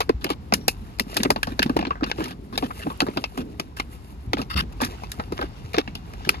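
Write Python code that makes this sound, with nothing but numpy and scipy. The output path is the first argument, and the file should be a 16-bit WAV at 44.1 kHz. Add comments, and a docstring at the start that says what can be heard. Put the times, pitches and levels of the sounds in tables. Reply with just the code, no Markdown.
"""Puppies lapping wet food off plastic sheets

Under muzzles and paws the film buckles: single creases snap, crowds of them scrunch, and both excite
the modes of the sheet. Mouths smack open as hollow cavity resonances, air pockets burst in the food,
paws thud and a nose snorts. A fine rustle swells in between, with one faint squeak.
Two microphone ports pick it all up from close by, over a distant outdoor rumble."""
import sys
import numpy as np
from scipy import signal
from scipy.fft import rfft, irfft
from scipy.io import wavfile
from scipy.ndimage import uniform_filter1d

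SR = 44100
rng = np.random.default_rng(int(sys.argv[2]) if len(sys.argv) > 2 else 0)


def master(y):
    """Save y as 16-bit WAV."""
    cut = np.clip(np.atleast_2d(y).T, -1, 1)
    pcm = np.round(cut * 32767)  # scale
    wavfile.write(sys.argv[1], SR, pcm.astype(np.int16))


N = 282240
HZ = np.fft.rfftfreq(N, 1 / SR)

# Spectra of the creasing film and of its airy treble: (frequency [Hz], spectral density [dB])
FILM_SPECTRUM = [(400, 19), (800, -3.5), (1300, -4), (2000, -0.5), (2700, 5), (3300, 0), (4500, -2.5),
                 (5500, -7), (6200, -4.5)]
SHEEN_SPECTRUM = [(5000, 5), (6500, 1.5), (7700, -0.5), (9000, 3), (11500, 2), (14000, -5.5), (15300, -7.5),
                  (16000, -53)]
# Mouths smacking open: (time [s], level [dB], cavity frequency [Hz], length [cycles])
MOUTH_SMACKS = [(0.0955, -3.5, 410, 3.2), (0.245, -17.5, 375, 6.6), (0.305, -17, 317, 5.6),
                (0.526, -13, 173, 3.6), (0.684, -17.5, 282, 1.3), (0.819, -32, 177, 3.1),
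                (1.006, -17.5, 224, 2), (1.068, -25, 191, 1.7), (1.165, -21.5, 392, 9.7),
                (1.203, -16.5, 212, 2.3), (1.257, -9, 254, 2.2), (1.305, -11.5, 686, 4.5),
                (1.317, -27, 267, 2.9), (1.359, -24.5, 250, 4.1), (1.477, -20.5, 225, 2.5),
                (1.523, -24.5, 253, 1.4), (1.599, -15, 262, 2.15), (1.66, -13, 272, 2.3),
                (1.699, -10.5, 272, 3.6), (1.765, -9, 394, 2.6), (1.79, -16, 274, 6.3),
                (1.838, -24, 254, 1.7), (1.872, -19.5, 263, 3.5), (2.024, -13.5, 274, 5.2),
                (2.075, -25.5, 225, 4.2), (2.188, -18.5, 332, 4.2), (2.204, -16.5, 282, 9.8),
                (2.25, -30, 288, 1.7), (2.313, -30.5, 242, 7), (2.53, -27, 242, 13),
                (2.629, -17.5, 245, 6.1), (2.863, -18, 285, 6.7), (3.023, -14, 292, 5.5),
                (3.085, -15, 375, 2.6), (3.172, -13.5, 292, 3.5), (3.379, -18.5, 243, 7.6),
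                (3.599, -26, 260, 2.9), (3.797, -24.5, 287, 3), (4.337, -18, 285, 4.2),
                (4.388, -16.5, 257, 6.1), (4.554, -23, 159, 7.4), (4.824, -16, 231, 5.3),
                (5.194, -20, 200, 1.35), (5.324, -18, 407, 3.4), (5.392, -25, 385, 5.9),
                (5.434, -23.5, 437, 5.5), (5.746, -25.5, 197, 0.91), (5.778, -9, 348, 6),
                (5.88, -27.5, 188, 4.6), (6.274, -18, 424, 1.8), (6.29, -21, 427, 5.8)]


def undb(db):
    """Amplitude ratio of a level in decibels."""
    return 10 ** (np.asarray(db) / 20)


def unit(x):
    """Normalisation to an rms of 1."""
    return x / np.sqrt(np.mean(x ** 2))


def unit_peak(x):
    """Normalisation to a peak of 1."""
    return x / np.max(np.abs(x))


def add(out, start, x):
    """Superposition of a short sound at a start time in seconds."""
    i = max(int(start * SR), 0)
    out[i:i + len(x)] += x[:N - i]


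def curve(table):
    """Interpolation of (frequency [Hz], value) points on a logarithmic frequency axis."""
    hz, value = np.transpose(table)
    return np.interp(np.log(HZ + 1), np.log(hz + 1), value)


def colour(x, spectrum):
    """Spectral shaping to an rms of 1, with a roll-off past both ends of the table."""
    skirts = np.clip(HZ / spectrum[0][0], 0, 1) ** 4 * np.clip(spectrum[-1][0] / (HZ + 1), 0, 1) ** 4
    return unit(irfft(rfft(x) * undb(curve(spectrum)) * skirts, N))


def wander(rate_hz):
    """Random modulation: held values, smoothed twice, with a spread near 1."""
    hold = int(SR / rate_hz)
    steps = np.repeat(rng.standard_normal(N // hold + 1), hold)
    return 1.3 * uniform_filter1d(uniform_filter1d(steps, hold), hold)[:N]


def crackle(per_second, spread_db, hiss):
    """Shot noise: impulses at random moments with long-tailed sizes, over Gaussian hiss."""
    clicks = (rng.random(N) < per_second / SR) * undb(spread_db * rng.exponential(size=N))
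    return unit(clicks * rng.standard_normal(N)) + hiss * rng.standard_normal(N)


def resonator(x, hz, q):
    """Forced response of one damped mode."""
    return signal.lfilter(*signal.iirpeak(hz, q, SR), x)


def outdoors():
    """Ambient noise: far rumble and air, with most of the energy at low frequencies."""
    # Outdoor background: (frequency [Hz], spectral density [dB])
    rumble_spectrum = [(22, -47), (33, -53), (43, 6.5), (52, 7), (75, 4.5), (150, -6), (264, -11),
                       (450, -31.5), (780, -19), (1400, -28), (4700, -38.5), (8100, -48), (11900, -69),
                       (14300, -46), (15500, -73)]
    return undb(-38.5) * colour(rng.standard_normal(N), rumble_spectrum)


def squeak():
    """Amplitude modulation: a thin, faint tone wavers in level."""
    start_s, length_s, hz = 0.595, 0.087, 5600
    out, t = np.zeros(N), np.arange(int(length_s * SR)) / SR
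    envelope = undb(-58 + 4.9 * wander(90)[:len(t)]) * np.sqrt(np.sin(np.pi * t / length_s))
    add(out, start_s, envelope * np.sin(2 * np.pi * hz * t))
    return out


def nose(air):
    """Formant filtering: airflow excites the fixed resonances of a nose."""
    # Nasal resonances: (frequency [Hz], bandwidth [Hz], gain [dB])
    formants = [(1270, 260, 6), (2140, 180, -3), (2740, 200, 2), (3750, 250, -5), (4510, 170, -2),
                (5500, 900, -10)]
    return sum((-1) ** k * undb(db) * resonator(air, hz, hz / width)
               for k, (hz, width, db) in enumerate(formants))


def sticky_tongues(count):
    """Bubble resonance: tongues peeling off wet food burst tiny bubbles that ring and rise in pitch."""
    out, t = np.zeros(N), np.arange(600) / SR
    for when, pitch, sustain, size in rng.random((count, 4)):
        hz, decay_cycles = 600 * 6.5 ** pitch, 0.93 + 5 * sustain
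        ring = np.sin(2 * np.pi * hz * t * (1 + 5 * t)) * np.exp(-t * hz / decay_cycles)
        add(out, when * N / SR, undb(-3.0 * np.log(size + 1e-3) - 8.0 * pitch) * ring)
    return unit(out)


def slurp():
    """Modulated noise: low, wet lapping swells exponentially into each smack and decays after it."""
    t = np.arange(N) / SR
    coarse_t, rise_s = t[::256], 0.0058
    swells = np.zeros(len(coarse_t))
    for start, db, hz, cycles in MOUTH_SMACKS:
        age, fall_s = coarse_t - start, 1.73 * cycles / hz
        swells += undb(min(db, -13) - 15) * np.exp(np.minimum(age / rise_s, -age / fall_s))
    envelope = undb(-48.5) + np.interp(t, coarse_t, swells)
    wet = colour(rng.standard_normal(N), [(110, -1.0), (170, 0.5), (260, 1.5), (420, -5.0), (800, -23.5)])
    return envelope * undb(2.5 * wander(25)) * wet


def rustle():
    """Friction noise: fine crinkling and licking, with hiss in fixed bands and a sheen of brushing fur and
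    grass."""
    # Crinkling and licking: (time [s], rustle level [dB], sheen level [dB])
    activity = [(0.3, -99, -75), (0.82, -50.5, -64), (1.05, -55, -72), (1.18, -32.5, -47),
                (1.35, -64, -69.5), (1.78, -47.5, -62), (2.05, -63, -83), (2.19, -37.5, -54),
                (2.36, -63, -71.5), (2.65, -46, -55), (3.12, -46.5, -60), (3.75, -59.5, -74),
                (3.94, -49.5, -56), (4.19, -56.5, -70), (4.44, -68, -74), (4.95, -43.5, -65.5),
                (5.26, -54, -65.5), (5.6, -47.5, -66), (6.07, -53.5, -71), (6.25, -44.5, -68)]
    times, *levels = np.transpose(activity)
    rustle_db, sheen_db = (np.interp(np.arange(N) / SR, times, level) for level in levels)
    flicker_db = 3.5 * wander(30)
    film = colour(crackle(500, 2.4, hiss=0.97), FILM_SPECTRUM)
    sheen = colour(crackle(900, 2.5, hiss=0.96), SHEEN_SPECTRUM[2:])
    licking = sticky_tongues(count=900)
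    banded_hiss = undb(4.5 * wander(9)) * unit(nose(crackle(1500, 3.2, hiss=0.66)))
    crinkle = undb(rustle_db + flicker_db) * (0.51 * film + 0.54 * licking + 0.28 * banded_hiss)
    return crinkle + undb(sheen_db + 1.16 * flicker_db) * sheen


def pops(events, roughness, rest_hz=0, rest_ratio=0):
    """Damped oscillation: a few cycles glide towards a resting pitch; longer pops are noisier."""
    out, t = np.zeros(N), np.arange(SR // 6) / SR
    for (start, db, hz, cycles), (phase, slack) in zip(events, rng.random((len(events), 2))):
        length, target_hz = cycles / hz, rest_hz + rest_ratio * hz
        glide_hz = target_hz * (1.196 * hz / target_hz) ** np.exp(-t / (length * (1.0 + 0.89 * slack)))
        ring = np.sin(2 * np.pi * (np.cumsum(glide_hz) / SR + phase))
        attack = 1 - np.exp(-t / (0.028 * length))
        decay = np.exp(-(t / length) ** 2) + 0.15 * np.exp(-t / (0.95 * length))
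        band_noise = resonator(resonator(rng.standard_normal(len(t)), hz, q=1.2), hz, q=1.2)
        grit = roughness * np.sqrt(cycles / 4.5) * unit(band_noise)
        add(out, start, undb(db) * unit_peak((ring + grit) * attack * decay))
    return out


def thuds():
    """Soft impact: paws and handling set off a low, damped oscillation that falls in pitch."""
    # Impacts: (time [s], level [dB], frequency [Hz], length [cycles])
    impacts = [(0.143, -22, 67, 2.9), (4.271, -25, 98.6, 8.3), (4.553, -18.5, 66, 3.2),
               (5.644, -27, 97.5, 2.7)]
    return pops(impacts, roughness=0.47, rest_ratio=0.64)


def bubbles():
    """Bubble resonance: air pockets in the wet food rise in pitch as they burst."""
    # Bursts: (time [s], level [dB], frequency [Hz], length [cycles])
    air_pockets = [(1.826, -24.5, 650, 3.3), (1.85, -37, 1100, 3.6), (1.918, -32, 770, 4.2),
                   (2.063, -27, 1150, 14.7), (2.706, -19.5, 1000, 12), (2.868, -18.5, 617, 6.8),
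                   (2.9, -36, 1230, 14), (3.066, -38, 1195, 6.7), (5.036, -26, 770, 3)]
    return pops(air_pockets, roughness=0.35, rest_ratio=1.45)


def snorts():
    """Turbulence: ragged puffs of air pass through a nose pressed into the food."""
    # Puffs of breath: (time [s], duration [s], level [dB])
    puffs = [(4.496, 0.049, -32.5), (4.557, 0.038, -22), (4.595, 0.016, -20)]
    rise_s, fall_s = 0.006, 0.002
    out, t = np.zeros(N), np.arange(SR // 10) / SR
    air = crackle(2500, 2.0, hiss=0.8) * undb(4.0 * wander(150))
    breath = unit(nose(air)) + undb(-15.5) * colour(air, SHEEN_SPECTRUM)
    for start, length, db in puffs:
        i = rng.integers(N - len(t))
        envelope = np.minimum(t / rise_s, 1) * np.exp(-np.maximum(t - length, 0) / fall_s)
        add(out, start, undb(db) * breath[i:i + len(t)] * envelope)
    return out


def smacks():
    """Cavity resonance: a mouth opens with a hollow pop that sinks in pitch."""
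    return pops(MOUTH_SMACKS, roughness=0.52, rest_hz=180.3)


def sheet(x, scatter_db):
    """Modal superposition: the panels ring together, their strength and tension new at each crease."""
    # Modes of the sheet: (frequency [Hz], bandwidth [Hz], gain [dB])
    modes = [(837, 123, 11), (1199, 110, 15.5), (1512, 280, 13), (1678, 233, 12), (2076, 95, -3.5),
             (2487, 102, 2), (3020, 510, -15), (3185, 350, 5.5), (5060, 910, -1)]
    strength, tension = rng.standard_normal((2, len(modes)))
    out = np.zeros(len(x))
    for k, (hz, width, db) in enumerate(modes):
        ring = resonator(x, hz * (1 + 0.081 * tension[k]), q=hz / width)
        out += (-1) ** k * undb(db + scatter_db * strength[k]) * ring
    return out


def scrunches():
    """Crumpling noise: dense creases drive the modes of the sheet as it is dragged taut."""
    # Drags on the film: (time [s], duration [s], level [dB], relative treble level [dB])
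    drags = [(0.005, 0.014, -34.5, -26), (0.21, 0.038, -50, -14), (0.29, 0.046, -39, -17),
             (2.177, 0.034, -49, -34), (2.218, 0.038, -43.5, -26), (2.288, 0.045, -47.5, -23),
             (3.371, 0.053, -44, -12), (3.765, 0.045, -46.5, -7), (4.376, 0.052, -42.5, -14),
             (2.816, 0.024, -42.5, -22), (5.094, 0.023, -63, -2), (4.81, 0.04, -33, -12),
             (4.859, 0.015, -46, -10), (1.485, 0.049, -48, -12.5), (2.531, 0.035, -45, -22),
             (2.634, 0.033, -43.5, -24), (4.606, 0.033, -49.5, -13), (4.723, 0.009, -59, -4.5),
             (2.061, 0.061, -47, -12), (5.366, 0.1, -45.5, -22), (5.738, 0.077, -38.5, -26),
             (6.246, 0.072, -43.5, -18)]
    rise_s, settle_s = 0.0017, 0.0028
    out, highpass = np.zeros(N), signal.butter(2, 1000, "high", fs=SR, output="sos")
    ragged = undb(1.5 * wander(120))
    creases = colour(crackle(1300, 3.7, hiss=0.49), FILM_SPECTRUM) * ragged
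    sheen = colour(crackle(3300, 0.96, hiss=0.38), SHEEN_SPECTRUM) * ragged
    for start, length, db, treble_db in drags:
        t = np.arange(int((length + 0.082) * SR)) / SR
        i = rng.integers(N - len(t))
        decay = np.exp(-np.maximum(t - length, 0) / settle_s - 0.5 * t / length)
        envelope = np.minimum(t / rise_s, 1) * decay
        drive = creases[i:i + len(t)] * envelope
        ringing = signal.sosfilt(highpass, sheet(drive, scatter_db=1.0) + 0.028 * drive)
        treble = undb(treble_db) * unit(sheen[i:i + len(t)] * envelope)
        add(out, start, undb(db) * (unit(ringing) + treble))
    return out


def snap_envelope(t, t60):
    """Exponential decay of 60 dB in t60 seconds, with an attack of about half a millisecond."""
    return np.minimum(t / 0.00047, 1) * 1000 ** (-t / t60)


def snaps():
    """Snap-through buckling: a crease flips with a crack, then its panel and the sheet ring in noise."""
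    # Flips: (time [s], level [dB], panel frequency [Hz], relative body [dB], relative treble [dB])
    flips = [(0.0044, -11.5, 2080, 4.5, -6), (0.0146, -19.5, 2330, -26, -8), (0.0928, -9.5, 1900, -19, -15),
             (0.243, -10.5, 2400, -25, -4.5), (0.265, -24, 3300, 2, -30), (0.3022, -13, 1860, 0, -6.5),
             (0.5235, -9, 1930, 5.5, -16.5), (0.5378, -6, 2230, -9, 3), (0.577, -36.5, 3500, -12, -12.5),
             (0.612, -42, 3800, -12, -10), (0.681, -4.5, 1780, -3, 1), (0.986, -31.5, 2200, 2.5, 1),
             (0.9968, -6, 1960, -7.5, 0.5), (1.143, -25.5, 2800, -21, 5), (1.168, -4.5, 1600, -8, -6.5),
             (1.201, -21.5, 2330, -17, -31), (1.233, -8, 3750, -7.5, 3.5), (1.2498, -13.5, 1970, -1, -55),
             (1.3037, -5, 1990, 4, 0.5), (1.3608, -19, 1790, 5, -14), (1.4303, -7, 2640, -15, -5.5),
             (1.4703, -24.5, 1830, 6, -9), (1.5926, -5.5, 1670, -8, -14), (1.62, -10.5, 2560, -27, -35),
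             (1.6279, -4, 2950, -16, -8), (1.6614, -24, 1640, 2.5, -11), (1.695, -21, 2740, 6.5, -9.5),
             (1.7669, -15, 1800, 7, -6.5), (1.7902, -16.5, 1710, -2, -12), (1.8098, -23.5, 2500, -1.5, -45),
             (1.827, -23, 2420, 4.5, -48), (1.851, -16, 2000, -12, -46), (1.8686, -24.5, 4270, 2.5, -25),
             (1.9064, -22.5, 1870, 11, -54), (1.954, -39.5, 1540, 15.5, -23), (2.0091, -42, 1520, 21, -7),
             (2.0332, -14.5, 1770, -2.5, -52), (2.0405, -14.5, 4400, -4.5, -17.5),
             (2.0986, -26, 2330, 1.5, -8), (2.1142, -9, 1610, -13, -19.5), (2.1843, -35, 1520, 12.5, -11),
             (2.204, -23.5, 2230, 5.5, -17), (2.2403, -23, 4500, -29, -0.5), (2.2564, -23.5, 2180, 0, -14),
             (2.281, -30, 2470, -12, -6), (2.3085, -25.5, 2460, -3, -5), (2.526, -36.5, 1630, 12, -12),
             (2.577, -7.5, 3950, -4.5, -9), (2.6243, -23.5, 2450, 8, -27), (2.7063, -39, 2400, -17, -41),
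             (2.8676, -31, 2530, 4, -25), (2.9004, -29.5, 2600, 7.5, -33), (3.004, -2.5, 3200, -8.5, -12.5),
             (3.0186, -19.5, 2630, 8.5, -4), (3.0659, -32.5, 2140, 13.5, -5), (3.084, -28, 2030, 1.5, -31),
             (3.172, -14, 2440, 4.5, -13), (3.24, -12, 4700, -3, -17), (3.3756, -20.5, 1960, 3, -4),
             (3.5972, -13.5, 2280, -1.5, -4), (3.7691, -27.5, 1530, 0.5, -8),
             (3.7981, -10.5, 2600, -12, -15), (4.3328, -7, 2030, -0.5, -11.5), (4.3697, -25, 1720, 4, -36),
             (4.391, -29, 2480, 6.5, -11), (4.4156, -21.5, 2600, 0.5, -9), (4.803, -26.5, 2550, 10, -19),
             (4.8168, -17.5, 2000, 7, 2), (4.834, -15.5, 2540, -32, -19), (4.8481, -21, 2370, -5, 2.5),
             (5.035, -30.5, 2220, 6.5, -11), (5.1169, -22, 3830, -36, 7.5), (5.1964, -20.5, 1830, 5.5, -55),
             (5.3217, -22.5, 2090, 3, -10), (5.39, -27, 1600, 11, -17), (5.4125, -22, 2410, 6, -12),
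             (5.426, -24, 1970, 2.5, -12), (5.733, -27.5, 2040, -20, -4), (5.743, -13, 1830, 0, -24),
             (5.7832, -4.5, 1680, -3.5, -16.5), (5.876, -22.5, 1680, -4, -26), (5.952, -20, 2870, -5, -6.5),
             (6.1346, -29, 2070, 1.5, -3.5), (6.2912, 0, 2330, -17, -3), (6.343, -25.5, 1790, -2.5, -49)]
    out, t = np.zeros(N), np.arange(SR // 6) / SR
    body_band = signal.butter(2, [500, 1500], "band", fs=SR, output="sos")
    upper_band = signal.butter(2, 1500, "high", fs=SR, output="sos")
    grain = crackle(900, 2.1, hiss=0.92)  # smaller creases follow the first
    film, sheen = colour(grain, FILM_SPECTRUM), colour(grain, SHEEN_SPECTRUM)
    for start, db, panel_hz, body_db, treble_db in flips:
        time_scale = 0.045 * undb(-0.28 * db)  # softer snaps ring longer
        fall = lambda ratio: snap_envelope(t, ratio * time_scale)
        i = rng.integers(N - len(t))
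        jolt = film[i:i + len(t)] * (1 + 1.5 * np.exp(-t / 0.0018))  # hardest at the flip itself
        panel = resonator(jolt * fall(0.35), panel_hz, q=6.0)
        drive = jolt * (fall(0.84) + undb(-33) * fall(3.7))  # a faint tail as the sheet settles
        ringing = sheet(drive, scatter_db=4.0) + 0.5 * drive
        # soft wet creases have little treble and a duller ring
        cutoff_hz = np.clip(9000 * undb(0.27 * (treble_db - 9.0)), 2300, 9000)
        lowpass = signal.butter(2, cutoff_hz, fs=SR, output="sos")
        upper = signal.sosfilt(lowpass, signal.sosfilt(upper_band, ringing))
        body = undb(body_db) * unit_peak(signal.sosfilt(body_band, ringing))
        crack = undb(treble_db) * unit_peak(sheen[i:i + len(t)] * (fall(0.23) + undb(-20) * fall(1.85)))
        add(out, start, undb(db) * (0.53 * unit_peak(panel) + 0.81 * unit_peak(upper) + body + crack))
    return out


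def feeding():
    """Superposition of the near sources: mouths, noses, film and paws."""
    return smacks() + bubbles() + snorts() + snaps() + thuds() + scrunches() + rustle() + slurp() + squeak()


def ports(source, coherence):
    """Partial coherence: two microphone ports each hear a shared sound and a part of their own."""
    # Path difference: (frequency [Hz], phase lead of the left port [rad])
    phase_lead = [(0, 0), (170, .3), (520, 1.7), (1030, 2.4), (1300, 2.3), (1550, 4), (2670, 7.2),
                  (4740, 15.4), (6000, 16.6), (6400, 13), (7400, 12.2), (7800, 9.5), (11500, 6.4),
                  (16100, 3)]
    # Shading: (frequency [Hz], left minus right level [dB])
    balance = [(60, 1), (260, -1.5), (430, 1.5), (700, 2), (1030, 4.5), (1400, -1.5), (2070, -1), (3000, 1),
               (4200, 7), (5500, 9), (6500, -1), (8600, -3.5), (11000, 0)]
    hz, lead = np.transpose(phase_lead)
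    left_gain = np.exp(0.5j * np.interp(HZ, hz, lead)) * undb(curve(balance) / 2)
    share = np.clip(curve(coherence), 0, 1)
    common, left, right = (rfft(source()) for _ in range(3))
    heard = np.sqrt(share) * common + np.sqrt(1 - share) * np.array([left, right])
    return irfft(heard * np.array([left_gain, 1 / left_gain]), N)


def scene():
    """Near and distant sound add in stereo: the feeding, over a slowly swelling rumble."""
    # Coherence between the ports, for near and far sound: (frequency [Hz], shared power [0-1])
    near_coherence = [(100, 1), (900, 0.95), (2700, 0.76), (4000, 0.72), (7500, 0.76), (8500, 0.88),
                      (11000, 0.94)]
    far_coherence = [(40, 0.8), (100, 0.82), (180, 0.97), (300, 0.97), (500, 0.9), (1000, 0.2), (3000, 0.3),
                     (6000, 0), (11000, 0.85)]
    swell = undb(2.0 * wander(3.984))
    return ports(feeding, near_coherence) + swell * ports(outdoors, far_coherence)


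def record(dry):
    """Soft saturation rounds the loudest peaks, and a steep low-pass cuts the top."""
    cutoff_hz = 16300
    return signal.sosfilt(signal.ellip(8, 0.2, 70, cutoff_hz, fs=SR, output="sos"), np.tanh(dry))


dry = scene()
out = record(dry)
master(out)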